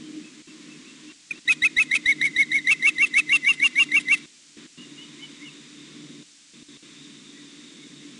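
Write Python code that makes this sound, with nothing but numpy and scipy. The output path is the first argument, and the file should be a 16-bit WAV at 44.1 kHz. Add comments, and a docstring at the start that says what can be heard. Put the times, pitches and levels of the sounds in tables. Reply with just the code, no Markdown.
"""A distant motor drones over faint outdoor air and hiss, and birds whistle far off among trees;
all but the hiss drops away briefly now and then. After a second or so a young osprey begs on its nest:
a fast run of whistled chirps that slur upward, most breaking into a higher register, made hoarse by a
beating second voice. Short bursts of bright, distorted crackle ride on the loud chirps. At about four
seconds the run ends, leaving the drone, more far whistles and a high shimmer, perhaps of insects."""
import sys
import numpy as np
from scipy import signal
from scipy.fft import rfft, irfft, next_fast_len
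from scipy.io import wavfile
from scipy.ndimage import uniform_filter1d, minimum_filter1d, map_coordinates

SR = 44100
rng = np.random.default_rng(int(sys.argv[2]) if len(sys.argv) > 2 else 0)


def generate_wav(sig):
    """Save sig (samples, or channels by samples) to the path in sys.argv[1] as 16-bit PCM at SR."""
    pcm = np.round(np.clip(np.atleast_2d(sig).T, -1, 1) * 32767).astype(np.int16)
    wavfile.write(sys.argv[1], SR, pcm)


N = 361458
TIME = np.arange(N) / SR

# bright crackle with a faint low puff that accompanies the loud chirps: frequency_hz, relative_density_db
CRACKLE_SPECTRUM = [(30, -1), (120, -0.5), (700, -6), (1500, 1), (3000, 8), (4500, 7), (7000, 6.5),
                    (10000, 9.5), (11000, -34.5)]
# the narrower fuzz beneath that crackle: frequency_hz, relative_density_db
FUZZ_SPECTRUM = [(1200, -45), (1750, -11), (2200, -6.5), (2800, -0.5), (3800, 3), (4300, -34)]


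def amp(db):
    """The decibel scale: 20 dB is a factor of ten in amplitude."""
    return 10 ** (np.asarray(db) / 20)


def unit(x):
    """Normalisation to rms 1."""
    return x / np.sqrt(np.mean(x ** 2) + 1e-20)


def along(points, hz):
    """Interpolation of (frequency_hz, value) rows on a logarithmic frequency axis."""
    frequencies, values = np.transpose(points)
    return np.interp(np.log(hz + 1), np.log(frequencies), values)


def curve(rows):
    """Linear interpolation of (time_s, value) rows at every sample."""
    return np.interp(TIME, *np.transpose(rows))


def wobble(rate, size=N):
    """Random modulation: a smooth curve through rate Gaussian knots a second."""
    knots = rng.standard_normal(size // 8)
    return map_coordinates(knots, [np.arange(size) * rate / SR], mode="wrap")


def filtered(x, response):
    """Linear filtering: the spectrum is multiplied by a frequency response."""
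    size = next_fast_len(N + 8192)
    return irfft(rfft(x, size) * response(np.fft.rfftfreq(size, 1 / SR)), size)[:N]


def noise(spectrum):
    """Spectral shaping of white noise, at rms 1."""
    return unit(filtered(rng.standard_normal(N), lambda hz: amp(along(spectrum, hz))))


def tone(hz):
    """A sinusoid of rms 1 whose phase is the integral of its frequency."""
    return np.sqrt(2) * np.sin(2 * np.pi * np.cumsum(hz) / SR)


def window(start):
    """A time window: the samples and times of a quarter second around a note."""
    first = max(round((start - .06) * SR), 0)
    span = slice(first, first + SR // 4)
    return span, TIME[span]


def motor(rumble_db=-3.0, line_db=0.8, waver_db=3.2, drift=.009):
    """Rotation harmonics: a far engine sounds wavering multiples of its turning rate over a rumble."""
    # the drone's strength: time_s, level_db
    levels = [(0, -43), (.18, -40.5), (.37, -49.5), (.72, -44.5), (.95, -48.5), (2.25, -43), (2.8, -45.5),
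              (3.72, -46.5), (4, -42), (4.2, -46), (4.62, -45), (5.75, -48.5), (6.08, -42), (6.4, -49),
              (7.65, -48.5), (7.95, -45.5), (8.2, -46)]
    # the second order, the strongest line, sinks slowly: time_s, pitch_hz
    second_order = [(0, 307), (1, 304), (2.2, 300), (2.9, 301), (4.1, 297), (4.9, 291), (6.1, 293),
                    (7, 290), (8.2, 291)]
    # spectral lines: order, relative_level_db
    orders = [(1, -15), (2, -5), (3, -28)]
    # the rumble: frequency_hz, relative_density_db
    rumble_spectrum = [(30, -44), (132, -42), (148, -7), (185, -7.5), (240, 0), (320, -1.5), (400, -11.5),
                       (520, -21), (800, -34), (1500, -61)]
    turning_hz = curve(second_order) / 2
    lines = np.zeros(N)
    for order, db in orders:
        line = tone(order * turning_hz * (1 + drift * wobble(30)))
        lines += amp(db) * unit(line * amp(waver_db * wobble(16)))
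    return amp(curve(levels)) * (amp(line_db) * lines + amp(rumble_db) * noise(rumble_spectrum))


def air():
    """Modulated noise: a broad rush of shore and trees, and a narrow shimmer that slowly grows."""
    # the rush: frequency_hz, relative_density_db
    rush_spectrum = [(100, -29), (500, -17), (850, -17), (1020, -3.5), (1450, -5.5), (2050, 1), (2500, 0),
                     (3200, -1), (3850, 0.5), (4100, -4.5), (7500, -12), (9000, -54)]
    # the shimmer, perhaps insects: frequency_hz, relative_density_db
    shimmer_spectrum = [(3000, -36), (3350, -10.5), (3600, -2.5), (3800, -3), (4000, -21.5), (4300, -55)]
    rush_db = curve([(0, -53.5), (1.2, -52.5), (4.6, -51), (6.2, -54), (8.2, -54)])
    shimmer_db = curve([(0, -73), (1.2, -59), (4.6, -56.5), (6.2, -55.5), (7.7, -54), (8.2, -57)])
    rush = amp(rush_db + 0.85 * wobble(5.0)) * noise(rush_spectrum)
    shimmer = amp(shimmer_db + wobble(11)) * noise(shimmer_spectrum)
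    return rush + shimmer


def hiss(level_db=-53):
    """Stationary broadband noise, strongest in the treble."""
    # the hiss: frequency_hz, relative_density_db
    spectrum = [(30, -20), (800, -17.5), (1300, -8.5), (2200, 0), (4000, 3), (7500, 4), (8800, -1.5),
                (10500, -15.5)]
    return amp(level_db) * noise(spectrum)


def far_birds(arch_hz=145, flutter_db=2.6, waver_hz=40):
    """Propagation fluctuation: the long path through the trees makes faint arched whistles unsteady."""
    # distant whistles: start_s, length_s, middle_hz, glide_hz, relative_level_db
    whistles = [(.018, 0.067, 3120, 0, -56.5), (.221, .073, 2600, 50, -58), (0.465, .07, 2720, 0, -57.5),
                (0.671, 0.1, 2650, 0, -56), (.849, 0.084, 2700, 200, -55), (1.064, 0.059, 2760, 90, -53),
                (1.347, .041, 2740, 120, -54.5), (4.774, 0.079, 2900, 0, -48), (4.971, .09, 2975, 60, -46),
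                (4.98, .07, 2170, 100, -58), (5.17, .12, 2220, 150, -53), (5.202, 0.072, 3010, -90, -45.5),
                (5.397, .079, 2140, 260, -50), (5.452, .048, 2880, -340, -46), (7.328, .1, 1970, 0, -60),
                (7.749, .14, 2200, 80, -60), (8.002, .06, 2130, 80, -58)]
    out = np.zeros(N)
    for start, length, middle_hz, glide_hz, db in whistles:
        span, t = window(start)
        progress = np.clip((t - start) / length, 0, 1)
        hz = middle_hz + glide_hz * (progress - .5) - arch_hz * (2 * progress - 1) ** 2
        envelope = amp(db) * np.sqrt(abs(np.sin(np.pi * progress)))
        out[span] += envelope * tone(hz + waver_hz * wobble(244, size=len(t)))
    return out * unit(amp(flutter_db * wobble(90)))


def trees(x):
    """Diffuse reverberation: scattering by trees, as convolution with exponentially decaying noise."""
    # reverberation time among trees: frequency_hz, t60_s
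    decay_times = [(500, .4), (2200, 0.89), (4000, 0.24), (10000, 0.3)]
    hz, t, bands = signal.stft(rng.standard_normal(SR // 2), SR, nperseg=256)
    decay = amp(-60 * t / along(decay_times, hz)[:, None])
    tail = signal.istft(bands * decay, SR, nperseg=256)[1]
    return signal.fftconvolve(x, tail / np.linalg.norm(tail))[:N]


def lull_gain(lull_db=-18):
    """Amplitude gating: a gain that drops abruptly in each lull and then returns."""
    # lulls in the background: start_s, end_s
    lulls = [(.422, .471), (1.125, 1.308), (1.396, 1.453), (4.259, 4.569), (4.666, 4.775), (6.23, 6.536),
             (6.63, 6.685), (6.773, 6.826)]
    quiet = sum((TIME > start) & (TIME < end) for start, end in lulls)
    return uniform_filter1d(np.where(quiet, amp(lull_db), 1), size=80)


def chirp(t, row, onset_hz=1860, climb_hz=305, fallback_hz=1880, scoop_s=.006, overlap_s=.006,
          attack_db_per_s=3900, release_db_per_s=2200, accent_db=2, accent_s=.0054,
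          jitter=.0042, flutter_db=.55, shudder_db=7, catch_db=-6, ring_db=-6):
    """Frequency modulation: a slur rises, may break register, then sags. Returns sound and envelope."""
    start, snap, end = np.cumsum(row[:3])
    crest_hz, upper_hz, opening_db, full_db, second_db = row[3:-1]
    rise = np.clip((t - start) / (snap - start), 0, 1)
    fall = np.clip((t - snap) / (end - snap), 0, 1)
    leap = np.clip((upper_hz - crest_hz) / 80, 0, 1)  # 0 = unbroken arch, 1 = full break
    # the arch sags far if unbroken, little after a break
    sag_hz = np.interp(leap, [0, 1], [345, 148.5])
    sag_db = np.interp(leap, [0, 1], [12.5, 2])
    # every note scoops up from the same pitch; an unbroken slur bows over toward its crest
    slur_hz = crest_hz - climb_hz * (1 - rise) ** (1 + .25 * (1 - leap))
    scoop = np.exp(-np.maximum(t - start, 0) / scoop_s) * (1 - rise)
    low_hz = slur_hz + (onset_hz - crest_hz + climb_hz) * scoop
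    hz = np.where(t < snap, low_hz, upper_hz - sag_hz * fall ** 2.23)
    # as the pressure goes, a broken voice falls back into its low register
    hz += leap * (fallback_hz - upper_hz + sag_hz) * np.clip((t - end - .005) / .0035, 0, 1)
    hz = uniform_filter1d(hz, size=40) * (1 + jitter * wobble(599.4, size=len(t)))
    attack = attack_db_per_s * np.maximum(start + .0023 - t, 0)
    accent = accent_db * np.exp(-((t - start) / accent_s - 1) ** 2)
    swell = (full_db - opening_db) * (1 + np.tanh((rise - .56) / .19)) / 2
    release = release_db_per_s * np.maximum(t - end + .0016, 0)
    db = opening_db - attack + accent + swell - sag_db * fall ** 2 - release
    # the tone catches for an instant at a break, and hoarse notes shudder
    catch = leap * catch_db * np.exp(-((t - snap) / .0014) ** 2)
    shudder = (flutter_db + shudder_db * amp(second_db - full_db)) * wobble(384.4, size=len(t))
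    envelope = amp(db + catch + shudder)
    # the low register rings on briefly after a break and beats with the high one
    handover = (1 + np.tanh((t - snap) / .0007)) / 2
    ring = leap * amp(full_db + ring_db) * handover * np.exp(-abs(t - snap) / overlap_s) * tone(low_hz)
    return envelope * (tone(hz) + octave(hz, crest_hz)) + ring, envelope


def octave(hz, crest_hz, edge_hz=3980, loss_db_per_hz=.035, fade_db_per_hz=.065):
    """The second harmonic flashes at the lowest pitches, then turns back at a treble edge and fades."""
    excess_hz = 2 * hz - edge_hz
    peak_db = -1.5 - loss_db_per_hz * max(crest_hz - 2200, 0)  # weaker in higher slurs
    fade_db = fade_db_per_hz * np.maximum(excess_hz + 80, 0)
    return amp(peak_db - fade_db) * tone(edge_hz - abs(excess_hz))


def second_voice(t, row, rest_hz=2050, pushed_hz=2280, lead_s=.026, linger_s=.014, waver_hz=30,
                 attack_db_per_s=2200, rise_db_per_s=270, fade_db_per_s=480, flutter_db=2.5):
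    """Beating: a thin whine, likely the other side of the syrinx, leads and roughens the whistle."""
    start, snap, end = np.cumsum(row[:3])
    pushed_db, rest_db = row[-2:]
    push = np.interp(t, [start, start + .0071, snap, end], [0, 1, 1, 0])
    attack = attack_db_per_s * np.maximum(start - lead_s - t, 0)
    rise = rise_db_per_s * np.maximum(start - t, 0)
    fade = fade_db_per_s * np.maximum(t - end, 0)
    db = rest_db + push * (pushed_db - rest_db) - attack - rise - fade
    hz = np.interp(t, [start, snap, end + linger_s], [rest_hz, pushed_hz, rest_hz])
    hz += waver_hz * wobble(199.2, size=len(t))
    return amp(db + flutter_db * wobble(147, size=len(t))) * tone(hz)


def osprey(crackle_db=-28, fuzz_db=-26.5):
    """Biphonation: two voices sound in each chirp; faint crackle and fuzz follow the whistle's level."""
    # the begging run: start_s, slur_s, arch_s, slur_crest_hz, arch_top_hz, opening_db, full_db,
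    # second_voice_pushed_db, second_voice_rest_db
    chirps = [(1.308, .001, .011, 2420, 2500, -31, -26, -52, -72),
              (1.477, 0.016, .032, 2110, 2580, -25, -15.5, -37, -57),
              (1.6206, .0264, .024, 2170, 2590, -24, -14.5, -39, -68),
              (1.7665, .0305, .027, 2200, 2615, -23.5, -14.5, -36, -53),
              (1.912, .041, .016, 2270, 2604, -24, -17.5, -26, -37),
              (2.058, .045, .027, 2220, 2215, -21.5, -15, -38, -45),
              (2.213, .043, .027, 2255, 2235, -25, -18, -29, -35),
              (2.362, .046, .027, 2217, 2215, -24.5, -14.5, -40, -34),
              (2.516, .047, .029, 2240, 2200, -25, -17, -30, -34),
              (2.671, .039, .023, 2295, 2700, -21.5, -14.5, -34, -32),
              (2.8236, .0464, .024, 2290, 2715, -27.5, -13, -30, -35),
              (2.982, .042, .026, 2290, 2740, -25.5, -14, -39, -35),
              (3.139, .042, 0.021, 2295, 2680, -24, -14.5, -36, -38),
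              (3.2925, .0355, .038, 2283, 2770, -26, -14.5, -35, -35),
              (3.448, 0.038, .032, 2330, 2795, -24.5, -14.5, -37, -32),
              (3.5985, .0435, 0.028, 2330, 2810, -28, -14, -32, -36),
              (3.756, .041, .032, 2345, 2805, -29, -13.5, -36, -40),
              (3.917, .047, .023, 2331, 2751, -25.5, -14, -39, -34),
              (4.084, .038, .024, 2346, 2740, -24, -14, -33, -30.5)]
    voice, strength = np.zeros((2, N))
    for row in chirps:
        span, t = window(row[0])
        whistle, envelope = chirp(t, row)
        voice[span] += whistle + second_voice(t, row)
        strength[span] += envelope
    crackle = amp(crackle_db) * noise(CRACKLE_SPECTRUM)
    fuzz = amp(fuzz_db) * noise(FUZZ_SPECTRUM)
    return voice + strength * (crackle + fuzz)


def limiter(x, ceiling=0.31):
    """Peak limiting: the gain ducks within milliseconds to hold the loudest whistles level."""
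    needed = np.minimum(1, ceiling / (abs(x) + 1e-9))
    return x * uniform_filter1d(minimum_filter1d(needed, size=260), size=260)


def crackle_bursts(swell_s=.0105, fade_s=.0075, roughness_db=3.2, crackle_db=4.7, fuzz_db=4.5):
    """Roughness from fast amplitude modulation: bright noise bursts over fuzz, sounding like overload."""
    # short bursts of distorted crackle on the loud chirps: peak_s, relative_level_db
    bursts = [(1.525, -36), (1.656, -41.5), (1.827, -40), (1.961, -34.5), (2.263, -42), (2.725, -35),
              (2.889, -37.5), (3.072, -46), (3.192, -33), (3.362, -36), (3.538, -45.5), (3.669, -38.5),
              (3.833, -41), (4.009, -45), (4.142, -38.5), (4.178, -51)]
    envelope = np.zeros(N)
    for peak, db in bursts:
        span, t = window(peak)
        width_s = np.where(t < peak, swell_s, fade_s)
        envelope[span] += amp(db) * np.exp(-((t - peak) / width_s) ** 2 / 2)
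    crackle = unit(noise(CRACKLE_SPECTRUM) * amp(roughness_db * wobble(1500)))
    return envelope * (amp(crackle_db) * crackle + amp(fuzz_db) * noise(FUZZ_SPECTRUM))


def scene():
    """Superposition of the near chirps and crackle, the background with its lulls, and a steady hiss."""
    near = limiter(osprey()) + crackle_bursts()
    far = far_birds()
    background = motor() + air() + amp(2.5) * far + amp(-11.5) * trees(far) + amp(-32.5) * trees(near)
    return (near + lull_gain() * background + hiss())[None]


def record(dry, clock_hz=48000, cutoff_hz=10900):
    """Timing error: samples slip to a faster clock's nearest tick, adding side tones; then a low-pass."""
    n = np.arange(N)
    slip_samples = ((n * clock_hz / SR) % 1 - .5) * SR / clock_hz
    sampled = map_coordinates(dry[0], [n - slip_samples], mode="nearest")
    return filtered(sampled, lambda hz: 1 / np.sqrt(1 + (hz / cutoff_hz) ** 160))[None]


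dry = scene()
out = record(dry)
generate_wav(out)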